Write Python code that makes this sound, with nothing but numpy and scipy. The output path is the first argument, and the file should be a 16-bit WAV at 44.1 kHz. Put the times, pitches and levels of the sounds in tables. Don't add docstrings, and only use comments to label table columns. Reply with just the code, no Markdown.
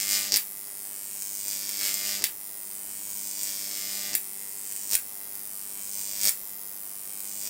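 import sys
import numpy as np
from scipy import signal
from scipy.fft import rfft, irfft, next_fast_len
from scipy.io import wavfile
from scipy.ndimage import uniform_filter1d

SR = 44100
rng = np.random.default_rng(int(sys.argv[2]) if len(sys.argv) > 2 else 0)


def int16_out(signal):
    q = np.round(np.clip(np.atleast_2d(signal).T, -1, 1) * 32767)
    wavfile.write(sys.argv[1], SR, q.astype(np.int16))


N = 330309
MAINS_HZ, TREBLE_LIMIT_HZ = 49.9855, 15850
SPARK_HZ = 2 * MAINS_HZ
FIRE_S = 0.00245

# f/Hz, relative level/dB
NOISE_COLOUR = [(20, -27), (40, -10), (55, 0.5), (85, -5.5), (150, -0.5), (280, 1.5), (500, -1),
                (900, -0.5), (1500, -6), (3500, -11), (8000, -7.5), (16000, -10)]
# multiple of the spark rate, rms level/dB
HUM_TONES = [(1, -84), (2, -71), (3, -77), (4, -68), (5, -78.5), (7, -74), (8, -72.5), (10, -74), (11, -82),
             (12, -74), (15, -80), (20, -74), (21, -74)]
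# f/Hz, time to fade by 60 dB/s, relative level/dB
REVERB_BANDS = [(150, 0.26, 3), (704, 0.28, -1.5), (1990, 0.19, 0.3), (3600, 0.16, 2.6), (5000, 0.16, -0.7),
                (6000, 0.16, -1), (7300, 0.19, 4.3), (8500, 0.19, -0.5), (9500, 0.19, -3.8),
                (10800, 0.19, -0.8), (12300, 0.2, 1), (14600, 0.22, 1)]
# delay at the foot/s, change in delay per second of climbing/s, level/dB
NEAR_ECHOES = [(.0005, .0003, -15), (.0013, .0007, -15), (.0018, .0009, -16.5), (.0056, -.0014, -19)]
# f/Hz, width/Hz
PORT_RESONANCES = [(5200, 3400), (9200, 2950), (14200, 2700)]
# f/Hz, width/Hz, level/dB
HOUSING_RINGS = [(2080, 600, -18), (5300, 1300, -13), (9200, 1500, -12.5), (14150, 900, -14)]
# f/Hz, width/Hz, depth (0-1) at the foot, depth at the top
CANCELLED_BANDS = [(1200, 450, 0.35, 0.55), (3500, 900, 0.55, 0.5), (6950, 650, 0.5, 0.1),
                   (10050, 550, 0.03, 0.65), (12500, 900, 0.03, 0.5)]
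ARC_CLIMBS = [(-1.5, 0.318, 0, 2.95, 0.8, 1.7, 1.3, 1.4, -7),
              (0.38, 2.218, 0.15, 3.08, 0.9, 1.9, 0.0, 0.6, -8),
              (2.26, 4.128, 0.15, 3.0, 0.87, 1.7, -0.5, 0.1, -4),
              (4.17, 4.908, 0.8, 3.0, 0.73, 2.0, -0.1, 0.2, 0),
              (4.97, 6.229, 0.3, 2.66, 0.89, 3.6, -0.2, 0.0, 0),
              (6.31, 7.6, 0.05, 3.0, 1.01, 3.8, -0.5, 0, 0)]
# t/s, gain/dB, half width/s
ARC_SURGES = [(0.0, 4.2, 0.03), (0.13, 7.2, 0.06), (1.4, 1.2, 0.07), (1.515, 2.8, 0.045),
              (1.855, 6.3, 0.055), (2.09, 3.4, 0.06), (3.15, 1, 0.15), (3.44, 2.3, 0.08), (5.98, 1.3, 0.07),
              (6.24, 5.5, 0.04), (7.49, 1.5, 0.06)]
# multiple of the spark rate, relative level/dB
THROB_TONES = [(1, -10), (2, 1.5), (3, 0.5), (4, -8), (5, -8), (6, 2), (7, -5), (8, -12), (9, -9),
               (11, -16), (12, -14), (13, -12)]
COLOUR_LENGTHS = [0.1, 1.45, 2.2, 2.55, 2.95]
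# f/Hz, then relative level/dB at each of COLOUR_LENGTHS
SPARK_SPECTRA = [(300, -32, -29, -29, -28, -25), (750, -23, -22, -23, -21.5, -17.5),
                 (1150, -21, -22, -22, -21, -14), (1500, -23.5, -23, -21.5, -15.5, -8),
                 (2100, -19.5, -13.5, -15.5, -10.5, -4), (2700, -21, -16.5, -17.5, -12.5, -5.5),
                 (3600, -21.5, -19.5, -18, -10, -6), (4200, -21, -18.5, -16, -9, -6),
                 (4700, -15.5, -12.5, -9.3, -3.5, -2.3), (6100, -15, -12.5, -8.5, -5.5, -3),
                 (7400, -13, -10, -5, -2.5, -1), (8500, -11, -3.5, 0.8, -0.5, -1),
                 (9500, -5, -2, -1, -1.5, -1.5), (10100, -6, -5, -6.5, -6.5, -6.5),
                 (11200, -11, -6.5, -11.5, -6.5, -6), (12900, -7.5, -7, -17, -7, -6),
                 (13900, -3.5, -3.5, -0.5, -0.5, -0.5), (15500, -2.5, -6, -3.5, -4.5, -5)]
# t/s, level/dB, arc length
ARC_CRACKS = [(0.3216, -22.5, 3.9), (0.3317, -33, 3.5), (0.3416, -20.3, 3.9), (0.3514, -30, 3.3),
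              (.3611, -20.5, 3.25), (1.2226, -33.2, 2.1), (1.4826, -30.3, 2.3), (1.6926, -30.5, 2.5),
              (1.9424, -27, 2.4), (2.2223, -33.5, 3.35), (3.4331, -29.8, 2.1), (4.1328, -33, 3.2),
              (4.1418, -33, 3.5), (4.7235, -34.6, 1.5), (4.7635, -33.6, 1.7), (4.8935, -35, 2.2),
              (4.9034, -34, 2.3), (4.9133, -28.5, 2.4), (4.9232, -28.5, 2.55), (4.9332, -25, 2.55),
              (4.943, -26, 2.45), (5.354, -35.8, .5), (6.2138, -29.5, 2.5), (6.2338, -26, 2.6),
              (6.2436, -27, 2.45), (6.2536, -23, 2.6), (6.2634, -25, 2.45), (6.2733, -23, 2.65),
              (6.2831, -23.5, 2.6), (7.2045, -35, 1.2)]
# t/s, collapse level/dB, strike level/dB, flare strength, flare half width/s
ARC_RESTRIKES = [(0.3707, -28, -25, 1.0, 0.03), (2.2412, -20.5, -27, 1.1, 0.022),
                 (4.152, -29.5, -23.8, 0.5, 0.025), (4.953, -23.5, -23, 0.9, 0.018),
                 (6.2932, -31, -24.5, 1.1, 0.028)]


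def amp(db):
    return 10 ** (np.asarray(db) / 20)


def unit_rms(x):
    return x / np.sqrt(np.mean(x ** 2) + 1e-20)


def lookup(table, hz, column=1):
    table = np.array(table, float)
    return np.interp(np.log(hz + 1), np.log(np.sort(table[:, 0]) + 1), table[:, column])


def wander(rate_hz, size=2048):
    hz = np.fft.rfftfreq(size, N / SR / size)
    slow = unit_rms(irfft(rfft(rng.standard_normal(size)) * np.exp(-(hz / rate_hz) ** 2)))
    return np.interp(np.linspace(0, size - 1, N), np.arange(size), slow)


def room_noise(level_db=-53.5, sway_db=-0.4):
    size = next_fast_len(N, True)
    colour = amp(lookup(NOISE_COLOUR, np.fft.rfftfreq(size, 1 / SR)))
    noise = irfft(rfft(rng.standard_normal(size)) * colour, size)[:N]
    return unit_rms(noise) * amp(level_db + sway_db * wander(1.7))


def transformer_hum(waver=0.18):
    cycles = SPARK_HZ * (np.arange(N) / SR - FIRE_S)
    hum = np.zeros(N)
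    for multiple, db in HUM_TONES:
        stagger = (round(multiple) - 2) ** 2 / 16
        tone = np.cos(2 * np.pi * (round(multiple) * cycles + stagger))
        hum += amp(db) * (1 + waver * wander(1.5)) * tone
    return np.sqrt(2) * hum


def climb_at(t):
    rows = np.array(ARC_CLIMBS)
    return rows[np.searchsorted(rows[:, 0], t) - 1].T


def climb_age(t):
    return t - climb_at(t)[0]


def surge_db(t):
    return sum(db * np.exp(-((t - at) / width) ** 2) for at, db, width in ARC_SURGES)


def flare(t):
    return sum(size * np.exp(-((t - at + width) / width) ** 2) for at, _, _, size, width in ARC_RESTRIKES)


def arc_state(t, foot_db=-40.5, growth_db=5.75, starve_s=0.035, bow_per_db=0.035):
    strike, tear, foot, top, rise_s, cling, climb_db, stretch, sag_db = climb_at(t)
    length = foot + (top - foot) * (1 - np.exp(-((t - strike) / rise_s) ** cling))
    level_db = foot_db + climb_db + growth_db * (np.maximum(length, 0) / 3) ** 2
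    starving = np.exp(np.minimum(t - tear, 0) / starve_s)
    surge = surge_db(t)
    return length + stretch * starving + bow_per_db * surge, level_db + sag_db * starving + surge


def hot_length():
    t = np.arange(0, N / SR, .002)
    length = np.clip(arc_state(t)[0], 0, 3)
    return np.interp(np.arange(N) / SR, t, uniform_filter1d(length, size=30))


def firing_delay(length, lead_s=0.00062):
    return FIRE_S - lead_s * (np.clip(length, 0, 3) / 3) ** 2


def room_reverb(x, wet_db=-3.4, db_per_length=0.75, first_echo_s=0.0012, heights=9):
    place = climb_age(np.arange(N) / SR)
    place = place / place.max() * (heights - 1)
    x = x * amp(wet_db + db_per_length * hot_length())
    t, reverb = np.arange(SR // 3) / SR, np.zeros(N)
    for height in range(heights):
        echoes = rng.standard_normal(len(t)) * (rng.random(len(t)) < .2) * (t > first_echo_s)
        hz, age, bands = signal.stft(echoes, SR, nperseg=128)
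        fade = amp(-60 * age / lookup(REVERB_BANDS, hz)[:, None])
        tail = signal.istft(bands * fade, SR, nperseg=128)[1]
        power = uniform_filter1d(abs(rfft(tail)) ** 2, size=90)
        colour = amp(lookup(REVERB_BANDS, np.fft.rfftfreq(len(tail), 1 / SR), column=2))
        tail = irfft(rfft(tail) / np.sqrt(power) * colour)
        nearness = np.sqrt(np.maximum(1 - abs(place - height), 0))
        reverb += signal.oaconvolve(x * nearness, tail)[:N]
    return reverb


def resonate(x, hz, width_hz):
    return signal.lfilter(*signal.iirpeak(hz, hz / width_hz, fs=SR), x)


def housing_ring(x):
    return sum(amp(db) * resonate(x, hz, width) for hz, width, db in HOUSING_RINGS)


def direct_path(x):
    grown = hot_length() / 3
    for hz, width, foot, top in CANCELLED_BANDS:
        depth = np.clip(foot + (top - foot) * grown, 0, 1)
        x = x - depth * resonate(x, hz, width)
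    return x


def low_thud(start_s=4.953, gain_db=-36.5, decay_s=0.0023):
    decays = np.maximum(np.arange(N) / SR - start_s, 0) / decay_s
    return amp(gain_db) * np.exp(-decays) * (1 - np.exp(-10 * decays))


def flame_rasp(gain_db=-49.5, band_hz=(220, 950), puff_cycles=0.3):
    t = np.arange(N) / SR
    cycles = SPARK_HZ * (t - firing_delay(hot_length()))
    puffs = np.exp(-(cycles % 1) / puff_cycles) * rng.standard_normal(N)
    puffs = signal.sosfilt(signal.butter(2, band_hz, "band", fs=SR, output="sos"), puffs)
    return unit_rms(puffs) * amp(gain_db) * flare(t)


def air_throb(base_db=-58, short_db=-7.3, duller_db=-1.5, flare_db=5.5, waver=0.13, rough=0.26):
    t, length = np.arange(N) / SR, hot_length()
    cycles = SPARK_HZ * (t - firing_delay(length))
    flaring = flare(t)
    shortness = (3 - length) * np.maximum(1 - flaring, 0)
    buzz = np.zeros(N)
    for multiple, db in THROB_TONES:
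        filled_db = db * (1 - 0.5 * flaring)
        tilt_db = duller_db * np.log2(multiple / 2) * shortness
        flutter = 1 + waver * wander(3) + rough * wander(35)
        buzz += amp(filled_db + tilt_db) * flutter * np.cos(2 * np.pi * round(multiple) * cycles)
    return buzz * amp(base_db + short_db * shortness + flare_db * flaring + 0.45 * surge_db(t))


def spark_colour(hz, length, ridge_foot_hz=11500, ridge_top_hz=4900, ridge_db=3, ragged_db=1.3):
    overstretch, length = np.maximum(length - 3, 0), np.clip(length, 0, 3)
    colour_db = sum(np.interp(length, COLOUR_LENGTHS, share) * lookup(SPARK_SPECTRA, hz, column=k + 1)
                    for k, share in enumerate(np.eye(len(COLOUR_LENGTHS))))
    ridge_hz = ridge_foot_hz * (ridge_top_hz / ridge_foot_hz) ** (length / 3)
    colour_db += ridge_db * np.exp(-(np.log2((hz + 1) / ridge_hz) / 0.22) ** 2)
    kept_band = np.exp(-(np.log2((hz + 1) / PORT_RESONANCES[0][0]) / 0.5) ** 2)
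    colour_db -= 12 * overstretch * (1 - kept_band)
    crooked = unit_rms(uniform_filter1d(rng.standard_normal(colour_db.shape), size=24, axis=1))
    return amp(colour_db + ragged_db * crooked) / np.sqrt(1 + (hz / TREBLE_LIMIT_HZ) ** 40)


def spark_train(times, level_db, length, spread=0.9, spread_s=.00033, low_cut_hz=210, size=512):
    hz = np.fft.rfftfreq(size, 1 / SR)
    length = np.broadcast_to(length, times.shape)[:, None]
    gain = spark_colour(hz, length)
    log_gain = np.log(np.hstack([gain, gain[:, -2:0:-1]]))
    spectra = gain * np.exp(-1j * signal.hilbert(log_gain).imag[:, :len(hz)])
    for centre_hz, width_hz in PORT_RESONANCES:
        spectra *= np.exp(-2j * np.arctan2(hz * width_hz, centre_hz ** 2 - hz ** 2))
    grown = np.clip(length, 0, 3) / 3
    spectra *= np.exp(1j * spread * grown * np.sin(2 * np.pi * hz * spread_s))
    spectra /= np.linalg.norm(irfft(spectra), axis=1)[:, None]
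    spectra *= amp(level_db)[:, None] * np.sqrt(SR / SPARK_HZ)
    age = climb_age(times)[:, None]
    spectra *= 1 + sum(amp(db) * np.exp(-2j * np.pi * hz * (delay + change * age))
                       for delay, change, db in NEAR_ECHOES)
    starts = times * SR - 52
    lead_in = starts % 1 + 40
    pulses = irfft(spectra * np.exp(-2j * np.pi * hz / SR * lead_in[:, None]))
    train = np.zeros(N)
    for start, pulse in zip(starts.astype(int), pulses):
        part = train[max(start, 0):][:size]
        part += pulse[:len(part)]
    return signal.sosfilt(signal.butter(2, low_cut_hz, "high", fs=SR, output="sos"), train)


def restrikes(long_length=3.05, foot_length=0.5, delays_s=(.00012, .00053)):
    times, collapse_db, strike_db, _, _ = np.transpose(ARC_RESTRIKES)
    strikes = sum(spark_train(times + delay, strike_db, foot_length) for delay in delays_s)
    return spark_train(times, collapse_db, long_length) + strikes


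def cracks():
    times, level_db, length = np.transpose(ARC_CRACKS)
    return spark_train(times, level_db, length)


def arc_buzz(flutter_db=0.55, sway_db=0.3, polarity_db=-0.6, polarity_s=18e-6, jitter_s=15e-6):
    count = np.arange(N * SPARK_HZ // SR)
    t = count / SPARK_HZ
    length, level_db = arc_state(t)
    louder, later = rng.standard_normal((len(t), 2)).T
    polarity = (-1.) ** count
    sway = wander(8)[(t * SR).astype(int)]
    level_db += flutter_db * louder + sway_db * sway + polarity_db * polarity
    cracked = np.isin(count, (np.array(ARC_CRACKS)[:, 0] * SPARK_HZ).astype(int))
    burning = (t <= climb_at(t)[1]) & ~cracked
    times = t + firing_delay(length) + polarity_s * polarity + jitter_s * (1 + length) * later
    return spark_train(times[burning], level_db[burning], length[burning], spread=1.05)


def scene(sudden_reverb_db=-1):
    steady = arc_buzz()
    sudden = cracks() + restrikes()
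    sparks = steady + sudden
    mix = direct_path(sparks + housing_ring(sparks))
    mix += room_reverb(steady + amp(sudden_reverb_db) * sudden)
    mix += air_throb() + flame_rasp() + transformer_hum() + room_noise() + low_thud()
    return mix[None]


def limiter(x, threshold_db=-20, share=0.45, recover_db_per_s=45):
    power = signal.lfilter([1 / 300], [1, 1 / 300 - 1], x[0] ** 2)
    fall_db = recover_db_per_s * np.arange(N) / SR
    held_db = np.maximum.accumulate(10 * np.log10(power + 1e-12) + fall_db) - fall_db
    over_db = np.maximum(held_db - threshold_db, 0)
    smooth_db = signal.lfilter([1 / 400], [1, 1 / 400 - 1], over_db)
    return x / amp(share * smooth_db)


def record(dry, ceiling=.6):
    doubled_rate = signal.resample_poly(limiter(dry), 2, 1, axis=1)
    rounded = doubled_rate / (1 + (doubled_rate / ceiling) ** 6) ** (1 / 6)
    overloaded = signal.resample_poly(rounded, 1, 2, axis=1)
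    low_pass = signal.firwin(401, TREBLE_LIMIT_HZ, window=("kaiser", 8), fs=SR)
    return signal.oaconvolve(overloaded, low_pass[None], "same")


dry = scene()
out = record(dry)
int16_out(out)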